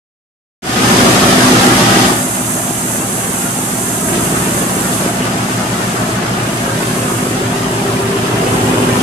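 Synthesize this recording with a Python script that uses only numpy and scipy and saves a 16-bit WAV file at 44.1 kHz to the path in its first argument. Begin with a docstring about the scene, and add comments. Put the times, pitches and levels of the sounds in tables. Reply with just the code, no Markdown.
"""A loud thumping roar fades in and drops at two seconds: a web printing press in a hard-walled shop.
It runs at steady speed; each cylinder turn repeats the same blows in the iron frame and the same gear
rumble. Drives hum, rollers and bearings roar, and the paper web sizzles as it peels off the rollers.
Rumble and roar grow again as the two-port mic is carried from the aisle up to the rollers."""
import sys
import numpy as np
from scipy import signal
from scipy.fft import rfft, irfft
from scipy.io import wavfile

SR = 44100
rng = np.random.default_rng(int(sys.argv[2]) if len(sys.argv) > 2 else 0)


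def materialize(psi):
    """Save the field psi as 16-bit PCM at rate SR to the path in sys.argv[1].

    A 1-D psi becomes a single channel; in a 2-D psi each row is a channel.
    """
    bounded = np.clip(np.atleast_2d(psi).T, -1, 1)
    quanta = np.round(bounded * 32767).astype(np.int16)
    wavfile.write(sys.argv[1], SR, quanta)


N = 397782
TIME_S, FREQ_HZ = np.arange(N) / SR, np.arange(N // 2 + 1) * SR / N
TURN_HZ = 6.797

# low wash of the shop: freq_hz, density_db
WASH_SPECTRUM = [(30, -25), (42, -25), (56, -11), (75, -8), (95, -7), (120, -1.5), (160, -4.5), (200, -4.5),
                 (255, -2.5), (310, -2), (365, -4), (430, -6.5), (520, -21.5), (800, -29)]
# weak steady tones, relative to the rumble: pitch_hz, level_db
HUMS = [(55.6, -26.5), (333.2, -21), (365.8, -15.5), (693.5, -25.5), (1195, -27.5), (1577, -29)]
# where the motor hum stands out: time_s, level_db, falloff_db_per_s
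MOTOR_SPOTS = [(1.45, -28.5, 7), (8.95, -22, 20)]
# where the gear whine stands out: time_s, level_db, falloff_db_per_s
WHINE_SPOTS = [(1.0, -31, 9.8), (4.2, -30, 14.6), (6.85, -31, 25), (8.0, -23, 14), (8.65, -23, 9)]
# where the whine's octave stands out: time_s, level_db, falloff_db_per_s
OCTAVE_SPOTS = [(1.7, -37, 4.7), (3.2, -35, 5.9), (8.65, -32, 22)]
# brief metallic rings: peak_s, pitch_hz, half_length_s, level_db
RINGS = [(4.146, 345, .03, -21), (5.028, 610, .012, -24), (5.052, 555, 0.019, -22.5), (5.1, 690, .018, -26),
         (5.24, 1170, 0.022, -31), (5.76, 1291, .02, -28), (6.727, 1580, .04, -28),
         (7.033, 2580, .028, -34), (7.647, 1205, 0.022, -27), (8.28, 1722, .02, -31),
         (8.38, 2957, .02, -33), (8.537, 1040, .018, -24), (8.73, 1185, 0.031, -26),
         (8.824, 2756, .018, -35), (8.89, 1590, .015, -30), (8.892, 2038, .018, -32)]
# paper peeling off the rollers: freq_hz, density_db
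SIZZLE_SPECTRUM = [(4500, -46), (5700, -10.5), (6400, -2), (7100, -4), (7700, 0.5), (8100, -1), (8500, 0.5),
                   (9400, -1.5), (10100, -1.5), (11200, -4), (12500, -8.5), (13500, -11), (14300, -16)]
# narrow resonances, relative to the sizzle: centre_hz, width_hz, level_db
SIZZLE_RESONANCES = [(7612, 45, -20), (8405, 65, -18)]
# sizzle balance between the ports: freq_hz, left_minus_right_db
SIZZLE_BALANCE = [(5700, -1), (6500, 2.5), (7600, -1), (8400, -6), (10000, -12.5), (12500, -13),
                  (14000, -8)]
# shading of the sizzle by the roller stand: time_s, gain_db, leftward_db
SIZZLE_SHADING = [(2.2, -24, -6.5), (2.27, -24, -6.5), (4.98, -24, -6.5), (5.21, -29, -4.5),
                  (5.55, -29, -1), (6.02, -28, -3.5), (6.21, -32.5, -3.5), (7.09, -27.5, -6.5),
                  (7.44, -30.5, -2.5), (7.88, -31, -6), (8.22, -33.5, -6), (8.6, -29.5, -6),
                  (9.0, -30, -6.5)]
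# taut web, drumming low and scraping high: freq_hz, density_db
RASP_SPECTRUM = [(340, -14), (430, 7.5), (540, 9.5), (660, -7), (1000, 7), (1400, -16), (2200, -5),
                 (2700, -2), (3300, -5), (3900, -16)]
# where the rasp stands out, relative to the roar: time_s, level_db, falloff_db_per_s
RASP_SPOTS = [(8.62, -1, 7)]
# roller roar: freq_hz, density_db
ROLLER_SPECTRUM = [(280, -33), (450, -6), (580, -0.5), (720, 0.5), (900, -3.5), (1080, -4), (1250, -2.5),
                   (1500, -5), (1800, -6.5), (2250, -11.5), (2800, -11), (3300, -16), (4000, -18.5),
                   (5500, -19.5)]
# bearing rush: freq_hz, density_db
BEARING_SPECTRUM = [(1800, 4), (2500, 0), (3400, 2), (4000, -1), (4600, -1.5), (5000, 1.5), (5500, -2.5),
                    (6400, -1), (8000, -10.5), (14000, -19)]
# echoes off nearby steel panels: delay_s, gain_db
PANEL_ECHOES = [(.0023, -12.5), (.0037, -12), (.0058, -17), (.0083, -15.5)]
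# gear train rumble: freq_hz, density_db
GEAR_SPECTRUM = [(70, -18), (115, -1), (140, -1), (170, -4.5), (215, -1), (255, -1.5), (300, -2.5),
                 (360, -2), (470, -10.5), (700, -6.5), (1300, -22)]
# blows of one turn: phase_turns, pitch_hz, rise_ms, aisle_db, beside_db, front_db, rollers_db
BLOWS = [(.078, 169, 7.6, -18, -12, -13, -11), (.146, 248, 23.5, -19, -17, -21, -20),
         (.248, 189, 15.4, -19, -16, -19, -19), (.366, 326, 24, -26, -22, -27, -26),
         (.385, 386, 3, -15, -10, -13, -13), (.43, 139, 9.3, -22, -20, -21, -18),
         (.59, 120, 18.5, -20.5, -17.5, -15, -15), (.705, 218, 3.4, -12, -10, -15, -12),
         (.793, 243, 24, -24, -21, -18, -19.5), (.901, 148, 6.9, -18, -13, -10, -12),
         (.921, 157, 22.8, -20, -14, -16, -25), (.939, 184, 4.6, -19, -14, -9, -26)]
# mic path: time_s, place (0 aisle, 1 beside the stand, 2 in front of it, 3 at the rollers)
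MIC_PATH = [(3.85, 0), (4.15, 1), (5.2, 1), (5.55, 2), (6.3, 2), (6.9, 3)]
# gains along the mic path: time_s, rumble_db, roar_db
APPROACH = [(2.4, -20, -25.5), (2.51, -20, -26), (3.59, -21, -25.5), (4.03, -18.5, -26),
            (4.13, -14.5, -22.5), (4.49, -16, -23), (5.58, -18, -23), (8.04, -17, -24),
            (8.67, -12.5, -22.5), (9.0, -12, -21.5)]


def undb(db):
    """Decibels to gain."""
    return 10 ** (np.asarray(db) / 20)


def ramp(from_s, to_s):
    """Linear rise from 0 to 1."""
    return np.clip((TIME_S - from_s) / (to_s - from_s), 0, 1)


def curves(table):
    """Table columns, interpolated over time."""
    times_s, *columns = np.transpose(table)
    return [np.interp(TIME_S, times_s, column) for column in columns]


def passing_db(spots, floor_db):
    """Level that peaks as the mic passes each spot."""
    peaks_db = [db - db_per_s * np.abs(TIME_S - at_s) for at_s, db, db_per_s in spots]
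    return np.maximum(np.max(peaks_db, axis=0), floor_db)


def walk(rate_hz):
    """Smooth random drift, unit spread."""
    smooth = signal.resample_poly(rng.standard_normal(int(2 * rate_hz * TIME_S[-1]) + 3), 8, 1)
    return np.interp(16 * rate_hz * TIME_S, np.arange(len(smooth)), smooth)


def colour(x, spectrum):
    """Filter by a spectrum table; 20 dB per octave roll-off beyond its ends."""
    hz, db = np.transpose(spectrum)
    octave, knots = np.log2(FREQ_HZ + 1), np.log2(hz)
    outside = np.abs(octave - np.clip(octave, knots[0], knots[-1]))
    return irfft(rfft(x) * undb(np.interp(octave, knots, db) - 20 * outside), N)


def diffuse(pair, port_gap_m=0.18):
    """Reverberant field at two ports: bass alike, treble unrelated; mid rms 1."""
    coherence = np.sinc(2 * FREQ_HZ * port_gap_m / 343)
    side = irfft(rfft(pair[1]) * np.sqrt((1 - coherence) / (1 + coherence)), N)
    return np.array([pair[0] + side, pair[0] - side]) / pair[0].std()


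def pan(leftward_db):
    """Constant-power left and right gains."""
    gains = undb(np.array([leftward_db, -leftward_db]).reshape(2, -1) / 2)
    return gains / np.sqrt(np.mean(gains ** 2, axis=0))


def grains(spread_db):
    """Dense tiny impacts of uneven size, two channels."""
    size = np.repeat(rng.standard_normal(N // 32 + 1), 32)[:N]
    return rng.standard_normal((2, N)) * undb(spread_db * size)


def stereo_sine(hz, wander_hz, skew):
    """Unit-rms sine; shop echoes skew its phase between the ports, more at high pitch."""
    phase = 2 * np.pi * np.cumsum(hz + wander_hz) / SR
    shift = min(hz / 900, 1.2) * skew
    return np.sqrt(2) * np.sin([phase + shift / 2, phase - shift / 2])


def tone(hz, wander_hz, flutter_db):
    """Tone wavering in pitch, stereo phase and level."""
    return stereo_sine(hz, wander_hz * walk(5), skew=walk(0.923)) * undb(flutter_db * walk(13))


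def load_throb(depth_db, peak_turns):
    """Gain following the load, which rises three times a turn."""
    return undb(depth_db * np.cos(6 * np.pi * (TURN_HZ * TIME_S - peak_turns)))


def flicker(x, depth_db, rate_hz):
    """Half-octave bands swell independently as different machine parts ring."""
    spectrum, octave = rfft(x), np.log2(np.clip(FREQ_HZ, 500, 4000) / 500)
    bands = (irfft(spectrum * np.maximum(1 - np.abs(2 * octave - k), 0), N) for k in range(7))
    y = sum(band * undb(depth_db * walk(rate_hz)) for band in bands)
    return y * x.std() / y.std()


def panel_echoes(x, drift_s):
    """Panel echoes comb the sound into metallic resonances that slide as the mic moves."""
    y = x
    for delay_s, db in PANEL_ECHOES:
        source_s = TIME_S - delay_s - drift_s * walk(1.2)
        y = y + undb(db) * np.array([np.interp(source_s, TIME_S, channel) for channel in x])
    return y * x.std() / y.std()


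def shop_wash():
    """Low reverberant noise of the shop."""
    return diffuse(colour(rng.standard_normal((2, N)), WASH_SPECTRUM))


def hums():
    """Weak steady tones of the press."""
    return sum(undb(db) * tone(hz, wander_hz=1.6, flutter_db=1.5) for hz, db in HUMS)


def drive(loud, motor_hz=252.3, whine_hz=394.1):
    """Motor hum, plus a gear pair's load-pulsed whine and its octave."""
    motor = tone(motor_hz, wander_hz=0.913, flutter_db=3)
    motor *= undb(passing_db(MOTOR_SPOTS, floor_db=-38) + 11.5 * loud)
    whine = tone(whine_hz, wander_hz=0.42, flutter_db=2.2)
    whine *= undb(passing_db(WHINE_SPOTS, floor_db=-42) + 1.5 * loud)
    octave = tone(2 * whine_hz, wander_hz=1.3, flutter_db=2)
    octave *= undb(passing_db(OCTAVE_SPOTS, floor_db=-48) + 11 * loud)
    return motor + whine * load_throb(depth_db=2, peak_turns=0.1) + octave


def metal_rings(wander_hz=11, rough_db=2):
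    """Single resonances squeak out of the roar, rough and unsteady, and sink back."""
    out = 0
    for peak_s, hz, half_length_s, db in RINGS:
        ring = stereo_sine(hz, wander_hz * walk(45), skew=rng.standard_normal())
        swell = np.exp(-((TIME_S - peak_s) / half_length_s) ** 2)
        out = out + ring * swell * undb(db + rough_db * walk(90))
    return out


def paper_web(trim_db=1, neutral_side_db=-7):
    """Peeling paper sizzles with two narrow resonances; its top reaches mostly the right port."""
    sizzle = diffuse(colour(grains(spread_db=1), SIZZLE_SPECTRUM)) * undb(0.65 * walk(7.2) + trim_db)
    for hz, width_hz, db in SIZZLE_RESONANCES:
        whistle = irfft(rfft(rng.standard_normal((2, N))) / (1 + 2j * (FREQ_HZ - hz) / width_hz), N)
        sizzle += undb(db) * whistle / whistle.mean(axis=0).std()
    balance_db = np.interp(FREQ_HZ, *np.transpose(SIZZLE_BALANCE))
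    sizzle = irfft(rfft(sizzle) * pan(balance_db), N)
    gain_db, side_db = curves(SIZZLE_SHADING)
    return sizzle * undb(gain_db) * pan(side_db - neutral_side_db)


def bearing_rush():
    """Bearing rattle, dense enough to merge into a bright rush."""
    return diffuse(colour(grains(spread_db=1.5), BEARING_SPECTRUM)) * undb(0.5 * walk(20))


def roller_roar(right_lag_samples=12):
    """Roller rattle merges into a restless roar; close up, the taut web rasps over it."""
    room = diffuse(colour(grains(spread_db=2), ROLLER_SPECTRUM))
    near = colour(grains(spread_db=2.5)[0], ROLLER_SPECTRUM)
    direct = np.array([near, np.roll(near, right_lag_samples)]) / near.std()
    rasp = diffuse(colour(grains(spread_db=4.5), RASP_SPECTRUM))
    rasp *= undb(passing_db(RASP_SPOTS, floor_db=-20.5))
    return flicker(room + undb(-4.5) * direct * pan(1.2) + rasp, depth_db=1.5, rate_hz=14)


def gear_rumble(drift_hz=0.299):
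    """The same tooth errors recur each turn; their blend drifts as the mic moves."""
    turn_sample = (TIME_S * TURN_HZ % 1 * SR / TURN_HZ).astype(int)
    paths = [(rng.standard_normal((2, SR))[:, turn_sample], walk(drift_hz)) for _ in range(4)]
    blend = sum(teeth * weight for teeth, weight in paths)
    blend /= np.sqrt(sum(weight ** 2 for _, weight in paths))
    return diffuse(colour(blend, GEAR_SPECTRUM))


def cylinder_blows(scatter_db=0.73, jitter_s=0.00013):
    """Cylinder gaps strike at set points of each turn; each blow booms in its own part of the frame."""
    age_s, out = TIME_S[:SR // 6], np.zeros(N)
    turns = np.arange(-1, int(TIME_S[-1] * TURN_HZ) + 1)
    place, = curves(MIC_PATH)
    for phase_turns, hz, rise_ms, *place_db in BLOWS:
        timing, strength = rng.standard_normal((len(turns), 2)).T
        onsets = (((turns + phase_turns) / TURN_HZ + jitter_s * timing) * SR).astype(int)
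        inside = (onsets >= 0) & (onsets < N)
        hits = np.bincount(onsets[inside], undb(scatter_db * strength[inside]), N)
        rises = age_s * 1000 / rise_ms
        boom = rises ** 2 * np.exp(2 - 2 * rises) * np.sin(2 * np.pi * hz * age_s)
        level_db = np.interp(place, range(len(place_db)), place_db)
        out += signal.fftconvolve(hits, boom)[:N] * undb(level_db)
    return out


def scene():
    """Sound fades in loud; roar and thumps drop at 2 s as the sizzle holds, then grow as the mic nears."""
    fade_in = ramp(0.62, 0.92) ** 0.73
    loud = 1 - ramp(2.047, 2.237)  # scales each part's opening boost in dB
    lean_in = ramp(8.2, 8.95)
    rumble_db, roar_db = curves(APPROACH)
    blows = cylinder_blows() * undb(8 * loud + 3 * lean_in)
    rumble = undb(-10) * gear_rumble() + undb(-9) * shop_wash()
    rumble *= load_throb(depth_db=0.9, peak_turns=0.04934)
    rumble = (rumble + hums()) * undb(rumble_db + 10.5 * loud)
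    tones = drive(loud)
    rollers = roller_roar() * undb(-0.5 + 10 * loud) * pan(0.94)
    bearings = bearing_rush() * undb(-9 + 16 * loud) * pan(-0.35)
    roar = panel_echoes((rollers + bearings) * undb(roar_db), drift_s=0.0005)
    return fade_in * (blows + rumble + tones + roar + metal_rings() + paper_web())


def record(dry, cutoff_hz=14250):
    """The mic rounds the highest peaks and cuts the top."""
    rounded = dry / (1 + dry ** 8) ** (1 / 8)
    return signal.sosfilt(signal.ellip(12, 0.1, 80, cutoff_hz, fs=SR, output="sos"), rounded)


dry = scene()
out = record(dry)
materialize(out)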